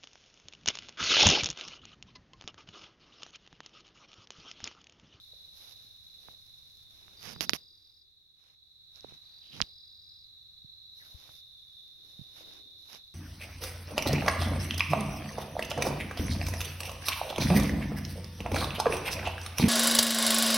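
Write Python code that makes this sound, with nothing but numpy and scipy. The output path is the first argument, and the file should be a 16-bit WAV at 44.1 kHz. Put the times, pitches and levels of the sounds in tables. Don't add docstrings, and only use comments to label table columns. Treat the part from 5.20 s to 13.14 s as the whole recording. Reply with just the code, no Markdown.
import sys
import numpy as np
from scipy import signal
from scipy.fft import rfft, irfft, next_fast_len
from scipy.io import wavfile

SR = 44100
rng = np.random.default_rng(int(sys.argv[2]) if len(sys.argv) > 2 else 0)


def inscribe(sig):
    pcm = np.round(np.clip(np.atleast_2d(sig).T, -1, 1) * 32767)
    wavfile.write(sys.argv[1], SR, pcm.astype(np.int16))


N = 350154


def from_db(db):
    return 10 ** (np.asarray(db) / 20)


def rms_one(x):
    return x / np.sqrt(np.mean(x ** 2) + 1e-20)


def clock():
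    return np.arange(N) / SR


def in_time(rows):
    t, *columns = np.transpose(rows)
    return [np.interp(clock(), t, column) for column in columns]


def drift(rate):
    knots = rng.standard_normal(8192)
    return np.interp(clock() * rate, np.arange(len(knots)), knots)


def coloured(x, spectrum):
    hz, db = np.transpose(spectrum)
    size = next_fast_len(N)
    bins_hz = np.fft.rfftfreq(size, 1 / SR)
    gain = from_db(np.interp(np.log(bins_hz + 1), np.log(hz), db))
    return rms_one(irfft(rfft(x, size) * gain, size)[..., :N])


def grains(per_s, spread_db):
    sizes = from_db(spread_db * np.minimum(rng.exponential(1, N), 4)) * rng.standard_normal(N)
    return rms_one(sizes * (rng.random(N) < per_s / SR))


def ring(x, hz, width_hz):
    r = np.exp(-np.pi * width_hz / SR)
    return signal.lfilter([1, 0, -1], [1, -2 * r * np.cos(2 * np.pi * hz / SR), r * r], x + 1e-18)


def struck(hz, width_hz, top_hz):
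    dull = signal.butter(2, min(top_hz, SR / 3), fs=SR, output="sos")
    sound = signal.sosfilt(dull, ring(signal.unit_impulse(SR // 6), hz, width_hz))
    return sound / np.abs(sound).max()


def rumble(hz, width_hz):
    bumps = grains(per_s=1500, spread_db=1.0)
    return rms_one(ring(ring(bumps, hz, width_hz), hz, width_hz))


def gestures(rows, attack_s, release_s, arch_db):
    t, power = clock()[::20], 0
    for start, length, db in rows:
        place = np.clip((t - start) / length, 0, 1)
        before = np.maximum(start - t, 0) / attack_s
        after = np.maximum(t - start - length, 0) / release_s
        level_db = db - arch_db * (2 * place - 1) ** 2 - 20 * np.minimum(before + after, 10)
        power = power + from_db(level_db) ** 2
    return np.interp(clock(), t, np.sqrt(power))


def add(out, t, sound):
    start = round(t * SR)
    out[..., start:start + sound.shape[-1]] += sound[..., :N - start]


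def foliage(x, t60, scatter_db):
    t = np.arange(SR // 4) / SR
    tail = rng.standard_normal((2, len(t))) * from_db(-60 * t / t60)
    paths = from_db(scatter_db) * tail / np.sqrt(np.sum(tail ** 2, axis=1, keepdims=True))
    paths[[0, 1], rng.integers(0, 18, 2)] += 1
    return signal.fftconvolve(x[None], paths, axes=1)[:, :N] / np.sqrt(1 + from_db(2 * scatter_db))


def wing(strokes, hz, duty, fall, overtone_db, edge=2):
    place = np.clip((strokes - np.round(strokes)) / min(duty, 1), -.5, .5)
    phase = 2 * np.pi * np.cumsum(hz * (1 - fall * place)) / SR
    tone = np.sin(phase) + from_db(overtone_db) * np.sin(3 * phase)
    return rms_one(np.abs(np.cos(np.pi * place)) ** edge * tone)


# t/s, level/dB
CHORUS_LEVEL = [(0, -57), (1.6, -61), (2.1, -61.5), (3.0, -58), (4.4, -55.5), (5.3, -56), (5.7, -52.5),
                (6.1, -58.5), (6.5, -57.5), (7.94, -56)]
# wing tone f/Hz, strokes/(1/s), level/dB
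CHORUS_GROUPS = [(3510, 62, -15), (3764, 26, -7), (3910, 21, -1.5), (3945, 49, -2.5), (4040, 51, -4.5),
                 (4340, 87, -12.5), (5650, 83, -26.5)]


def chorus(count=3):
    out = 0
    for hz, rate, db in CHORUS_GROUPS:
        group = 0
        for k in range(count):
            pace = rate * (1 + .03 * rng.standard_normal() + .04 * drift(4))
            pitch = hz * (1 + 0.015 * (k - (count - 1) / 2) + .011 * drift(40))
            strokes = rng.random() + np.cumsum(pace) / SR
            song = wing(strokes, pitch, duty=.55, fall=.11, overtone_db=-35.5)
            group = group + song * from_db(2.1 * drift(rate))
        out = out + from_db(db) * rms_one(foliage(group, t60=.2, scatter_db=0))
    return from_db(in_time(CHORUS_LEVEL)[0] + 2.0) * rms_one(out)


LEAD_HZ, LEAD_STROKES_PER_S, LEAD_DB = 3952, 25, -2


def lead_cricket():
    strokes = np.cumsum(LEAD_STROKES_PER_S * (1 + .05 * drift(7))) / SR
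    pitch = LEAD_HZ * (1 + .014 * drift(30))
    song = wing(strokes, pitch, duty=.42, fall=.15, overtone_db=-40) * from_db(2 * drift(25))
    return from_db(in_time(CHORUS_LEVEL)[0] + LEAD_DB) * foliage(song, t60=.2, scatter_db=-2)


# t/s, level/dB
LOW_CRICKET_LEVEL = [(5.8, -60), (6.15, -51), (6.45, -52.5), (6.95, -53), (7.3, -52), (7.55, -53),
                     (7.8, -57)]


def low_cricket():
    strokes = np.cumsum(23 * (1 + 0.073 * drift(5.9))) / SR
    pitch = 3630 * (1 + 0.011 * drift(40))
    song = wing(strokes, pitch, duty=0.49, fall=0.17, overtone_db=-40) * from_db(1.6 * drift(23))
    ports = from_db([[-1.5], [.5]])
    return from_db(in_time(LOW_CRICKET_LEVEL)[0]) * foliage(song, t60=0.4, scatter_db=5.5) * ports


# t/s, f/Hz, level/dB
OVERTONE_COURSE = [(1.0, 11530, -83), (4.0, 11450, -88), (5.8, 11500, -86.5), (6.3, 10920, -78.5),
                   (7.2, 11110, -81), (7.7, 11570, -81)]


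def high_buzz():
    hz, db = in_time(OVERTONE_COURSE)
    strokes = np.cumsum(24 * (1 + .05 * drift(8.3))) / SR
    tone = wing(strokes, hz * (1 + .014 * drift(900)), duty=.55, fall=.06, overtone_db=-60)
    return foliage(from_db(db) * tone, t60=0.095, scatter_db=3.5)


# f/Hz, level/dB
AIR_SPECTRUM = [(20, -4), (45, -3), (95, 2.5), (160, -8), (280, -20.5), (600, -25), (3000, -25.5),
                (5500, -20), (8000, -32), (11500, -26.5), (15500, -28)]
AIR_DB = -65


def night_air():
    separate, shared = rng.standard_normal((2, N)), rng.standard_normal(N)
    return from_db(AIR_DB) * coloured(separate + 0.17 * shared, AIR_SPECTRUM)


# start t/s, length t/s, rasp level/dB, hiss level/dB
FINGER_RUBS = [(0, 1.65, -79, -66.5), (0.377, 0.15, -64, -57.5), (0.542, 0.12, -73, -66.5),
               (1.024, 0.1, -73, -64), (1.719, 0.67, -69, -66.5), (2.04, 0.086, -48, -52),
               (2.499, 0.29, -85.5, -77.5), (3.201, 0.14, -73, -79.5), (3.76, 0.035, -66, -67),
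               (3.83, 0.13, -67, -77), (3.955, 0.35, -73.5, -73.5), (4.338, 0.097, -57, -64),
               (5.788, 0.41, -74, -60.5), (5.986, 0.14, -65.5, -77), (6.205, 1.74, -81.5, -73),
               (6.85, 0.49, -76.5, -67), (7.166, 0.055, -58.5, -59.5), (7.273, 0.13, -63.5, -67),
               (7.606, 0.14, -91, -65), (7.702, 0.071, -55, -57)]
# t/s, length t/s, level/dB
FINGER_SKIDS = [(2.208, 0.044, -34.5), (2.294, 0.015, -40), (2.332, 0.031, -36)]
# f/Hz, level/dB
RASP_SPECTRUM = [(40, -3), (150, 2), (350, -2), (700, 1.5), (1800, 0), (3000, 2.5), (4200, -5.5),
                 (5400, 5.5), (6600, -6.5), (7700, -19), (10000, -12), (16000, -32.5)]
# f/Hz, level/dB
HISS_SPECTRUM = [(1500, -21), (4000, 2), (5400, 6.5), (6600, -2), (7800, -30.5), (9000, -12), (10500, -0.5),
                 (12000, 2.5), (13500, -5), (16000, -17.5)]


def rubbing():
    start, length, rasp_db, hiss_db = np.transpose(FINGER_RUBS)
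    firm = gestures(zip(start, length, rasp_db), attack_s=0.056, release_s=0.045, arch_db=3.5)
    light = gestures(zip(start, length, hiss_db), attack_s=0.071, release_s=0.032, arch_db=-1.0)
    catches = from_db(-9) * grains(per_s=90, spread_db=1.5)
    rasp_grain = coloured(grains(per_s=16000, spread_db=3.5) + catches, RASP_SPECTRUM)
    hiss_grain = coloured(grains(per_s=13000, spread_db=-2.5) + catches, HISS_SPECTRUM)
    rasp = firm * from_db(5.5 + drift(60)) * rasp_grain
    hiss = light * from_db(1.0 + 0.64 * drift(25)) * hiss_grain

    skid, knock_times = np.zeros(N), np.array(CASE_KNOCKS)[:, 0]
    for t, skid_s, db in FINGER_SKIDS:
        age = np.arange(SR // 8) / SR / skid_s
        bite = (1 + np.exp(-10 * age)) / (1 + age ** 12)
        nearest_knock = knock_times[np.argmin(np.abs(knock_times - t))]
        add(skid, nearest_knock, from_db(db - 3.3 * age) * bite)
    scrape = coloured(grains(per_s=15000, spread_db=3.0), RASP_SPECTRUM)
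    scrape = scrape + from_db(-2.0) * coloured(rng.standard_normal(N), HISS_SPECTRUM)
    return (rasp + hiss + skid * scrape) * from_db([[-30], [0]])


# start t/s, length t/s, level/dB
GRIP_SHIFTS = [(2.06, .29, -50), (3.86, 0.097, -61), (4.345, .085, -49)]
# start t/s, length t/s, level/dB
CLOTH_SWISHES = [(1.8, 0.54, -74.5), (6.81, 0.031, -71.5), (7.22, 0.19, -65.5)]
CLOTH_REST_DB = -90


def handling():
    grip = gestures(GRIP_SHIFTS, attack_s=0.068, release_s=.03, arch_db=2.5)
    grip = grip * rumble(hz=135, width_hz=160) * from_db([[-16], [0]])
    swish = gestures(CLOTH_SWISHES, attack_s=0.18, release_s=0.45, arch_db=3) + from_db(CLOTH_REST_DB)
    return grip + swish * np.array([rumble(hz=304, width_hz=230) for port in range(2)])


# start t/s, length t/s, level/dB
GRASS_STEPS = [(.12, 0.59, -73), (1.04, 0.094, -66), (1.3, 0.39, -80), (1.9, 0.51, -70.5),
               (4.35, 0.13, -67), (5.83, 0.31, -68.5), (6.85, 0.52, -73), (7.22, 0.13, -63.5),
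               (7.45, 0.38, -79)]
# f/Hz, level/dB
BLADE_SPECTRUM = [(60, 5), (250, 1), (600, 3), (1200, -7.5), (2400, -7.5), (4000, 4), (5500, -6.5),
                  (7500, -21.5), (11500, -13.5), (16000, -15)]


def footsteps():
    snaps = np.array([grains(per_s=7300, spread_db=1.0) for port in range(2)])
    brush = gestures(GRASS_STEPS, attack_s=0.14, release_s=0.087, arch_db=1.5)
    return brush * from_db(3.5) * coloured(snaps, BLADE_SPECTRUM)


# t/s, right port peak level/dB, thud f/Hz, left port relative level/dB
PALM_BUMPS = [(0.646, -57, 228, -14), (5.445, -44, 130, -24), (5.944, -52, 72.3, 12.5),
              (6.992, -35, 154, -33), (7.013, -37.5, 128, -34)]
# t/s, right port peak level/dB
GROUND_CLACKS = [(.134, -53.5), (7.208, -47.5)]
CLACK_HZ, CLACK_WIDTH_HZ = 520, 110


def soft_blows():
    out = np.zeros((2, N))
    for t, db, hz, left_db in PALM_BUMPS:
        thud = from_db(db) * struck(hz, hz * 0.48, hz * 1.32)
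        add(out, t, -thud * from_db([[left_db], [0]]))
    for t, db in GROUND_CLACKS:
        clack = from_db(db) * struck(CLACK_HZ, CLACK_WIDTH_HZ, 1.5 * CLACK_HZ)
        add(out, t, clack * from_db([[-4], [0]]))
    return out


# t/s, crack peak level/dB, ring f/Hz, ring width f/Hz,
# thud level/dB, thud f/Hz, left port relative level/dB
CASE_KNOCKS = [(1.0853, -33.5, 700, 1220, -47.5, 111, -22.5), (1.881, -39.5, 980, 2500, -61, 200, -17),
               (2.1622, -33, 870, 1480, -39, 139, -19), (2.2081, -6.5, 3000, 5000, -26.5, 293, -44),
               (2.2945, -2.5, 4940, 1880, -10, 1870, -47.5), (2.3338, -6.5, 2640, 1770, -20.5, 296, -28),
               (3.759, -35.5, 5170, 895, -74, 200, -32), (3.808, -34.5, 5250, 1100, -78, 200, -25),
               (3.8453, -29.5, 410, 347, -46, 130, -37), (3.9217, -44, 380, 300, -46, 132, -31),
               (4.4039, -13.5, 1000, 2100, -34, 153, -42), (4.4157, -2.5, 4720, 1205, -26.5, 180.1, -18.5),
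               (4.4219, -12, 3190, 704, -40, 59.6, -9.5), (6.092, -43, 780, 1100, -52.5, 110, -8)]


def knocks():
    out = np.zeros((2, N))
    port = signal.butter(6, 6600, fs=SR, output="sos")
    for t, db, hz, width_hz, thud_db, thud_hz, left_db in CASE_KNOCKS:
        crack = signal.sosfilt(port, struck(hz, width_hz, 1.9 * hz))
        upper = ring(ring(crack, 12000, 5000), 12000, 5000)
        crack = crack + from_db(-24) * upper
        thud = from_db(thud_db) * struck(thud_hz, thud_hz * 1.0, thud_hz * 1.1)
        knock = from_db(db) * crack / np.abs(crack).max() + thud
        add(out, t, -knock * from_db([[left_db], [0]]))
    return out


# start t/s, wing strokes, initial flatness f/Hz, initial softness level/dB
CLOSE_BOUTS = [(1.975, 37, 90, 5), (4.052, 43, 380, 10)]
STROKES_PER_S, SLOWING_PER_S2 = 44, 3
FALL, FALL_GROWTH_PER_S = 0.21, 0.069
CLOSE_HZ, WARM_UP_S = 4835, .16
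CLOSE_DB, FADE_DB_PER_S = -61, 4.5


def close_cricket():
    song = 0
    for start, count, flat_hz, soft_db in CLOSE_BOUTS:
        age = np.clip(clock() - start, -1, 2)
        strokes = STROKES_PER_S * age - .5 * SLOWING_PER_S2 * age ** 2
        strokes = np.clip(strokes, -.5, count - .5)
        cold = np.exp(-np.maximum(age, 0) / WARM_UP_S)
        pitch = (CLOSE_HZ - flat_hz * cold) * (1 + .009 * drift(60))
        fall = FALL + FALL_GROWTH_PER_S * age
        pulses = wing(strokes, pitch, duty=.68, fall=fall, overtone_db=-40, edge=1.5)
        song = song + pulses * from_db(CLOSE_DB - soft_db * cold - FADE_DB_PER_S * age)
    song = song * from_db(1.8 * drift(60)) / np.sqrt(len(CLOSE_BOUTS))
    return foliage(song, t60=.25, scatter_db=-6)


# start t/s, length t/s, level/dB
SOLE_SCUFFS = [(4.232, 0.062, -62), (4.33, 0.022, -51)]
SCUFF_HZ, SCUFF_WIDTH_HZ = 3060, 1200


def scuffs():
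    grit = []
    for port in range(2):
        snaps = ring(grains(per_s=2200, spread_db=0.0), SCUFF_HZ, SCUFF_WIDTH_HZ)
        grit.append(rms_one(ring(snaps, SCUFF_HZ, SCUFF_WIDTH_HZ)))
    scrape = gestures(SOLE_SCUFFS, attack_s=0.023, release_s=0.074, arch_db=-2)
    return scrape * np.array(grit) * from_db([[-6], [0]])


# start t/s, length t/s, initial pitch f/Hz, peak level/dB, raggedness (0-1)
SQUEAK_PARTS = [(5.795, 0.038, 1920, -53.5, 0.08), (5.821, .075, 1900, -62, 0.2)]
SQUEAK_SAG_HZ_PER_S = 4100


def squeak():
    out = 0
    for start, length, hz, db, ragged in SQUEAK_PARTS:
        age = np.clip(clock() - start, 0, length)
        pitch = (hz - SQUEAK_SAG_HZ_PER_S * age) * (1 + ragged * drift(700))
        phase = 2 * np.pi * np.cumsum(pitch) / SR
        out = out + from_db(db) * np.sin(np.pi * age / length) * np.sin(phase)
    return foliage(out, t60=.15, scatter_db=-8)


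# t/s, level/dB
BACKGROUND_GAIN = [(2.3, -0.5), (2.5, -6), (2.85, -9.5), (3.35, -10), (3.75, -3)]


def scene():
    night = chorus() + lead_cricket() + low_cricket() + high_buzz() + night_air() + close_cricket()
    walker = rubbing() + handling() + footsteps() + soft_blows() + knocks() + scuffs() + squeak()
    return from_db(in_time(BACKGROUND_GAIN)[0]) * night + walker


CUTOFF_HZ = 15850


def record(dry):
    top = signal.ellip(12, .1, 80, CUTOFF_HZ, fs=SR, output="sos")
    return signal.sosfilt(top, np.clip(dry, -1, 1))


dry = scene()
out = record(dry)
inscribe(out)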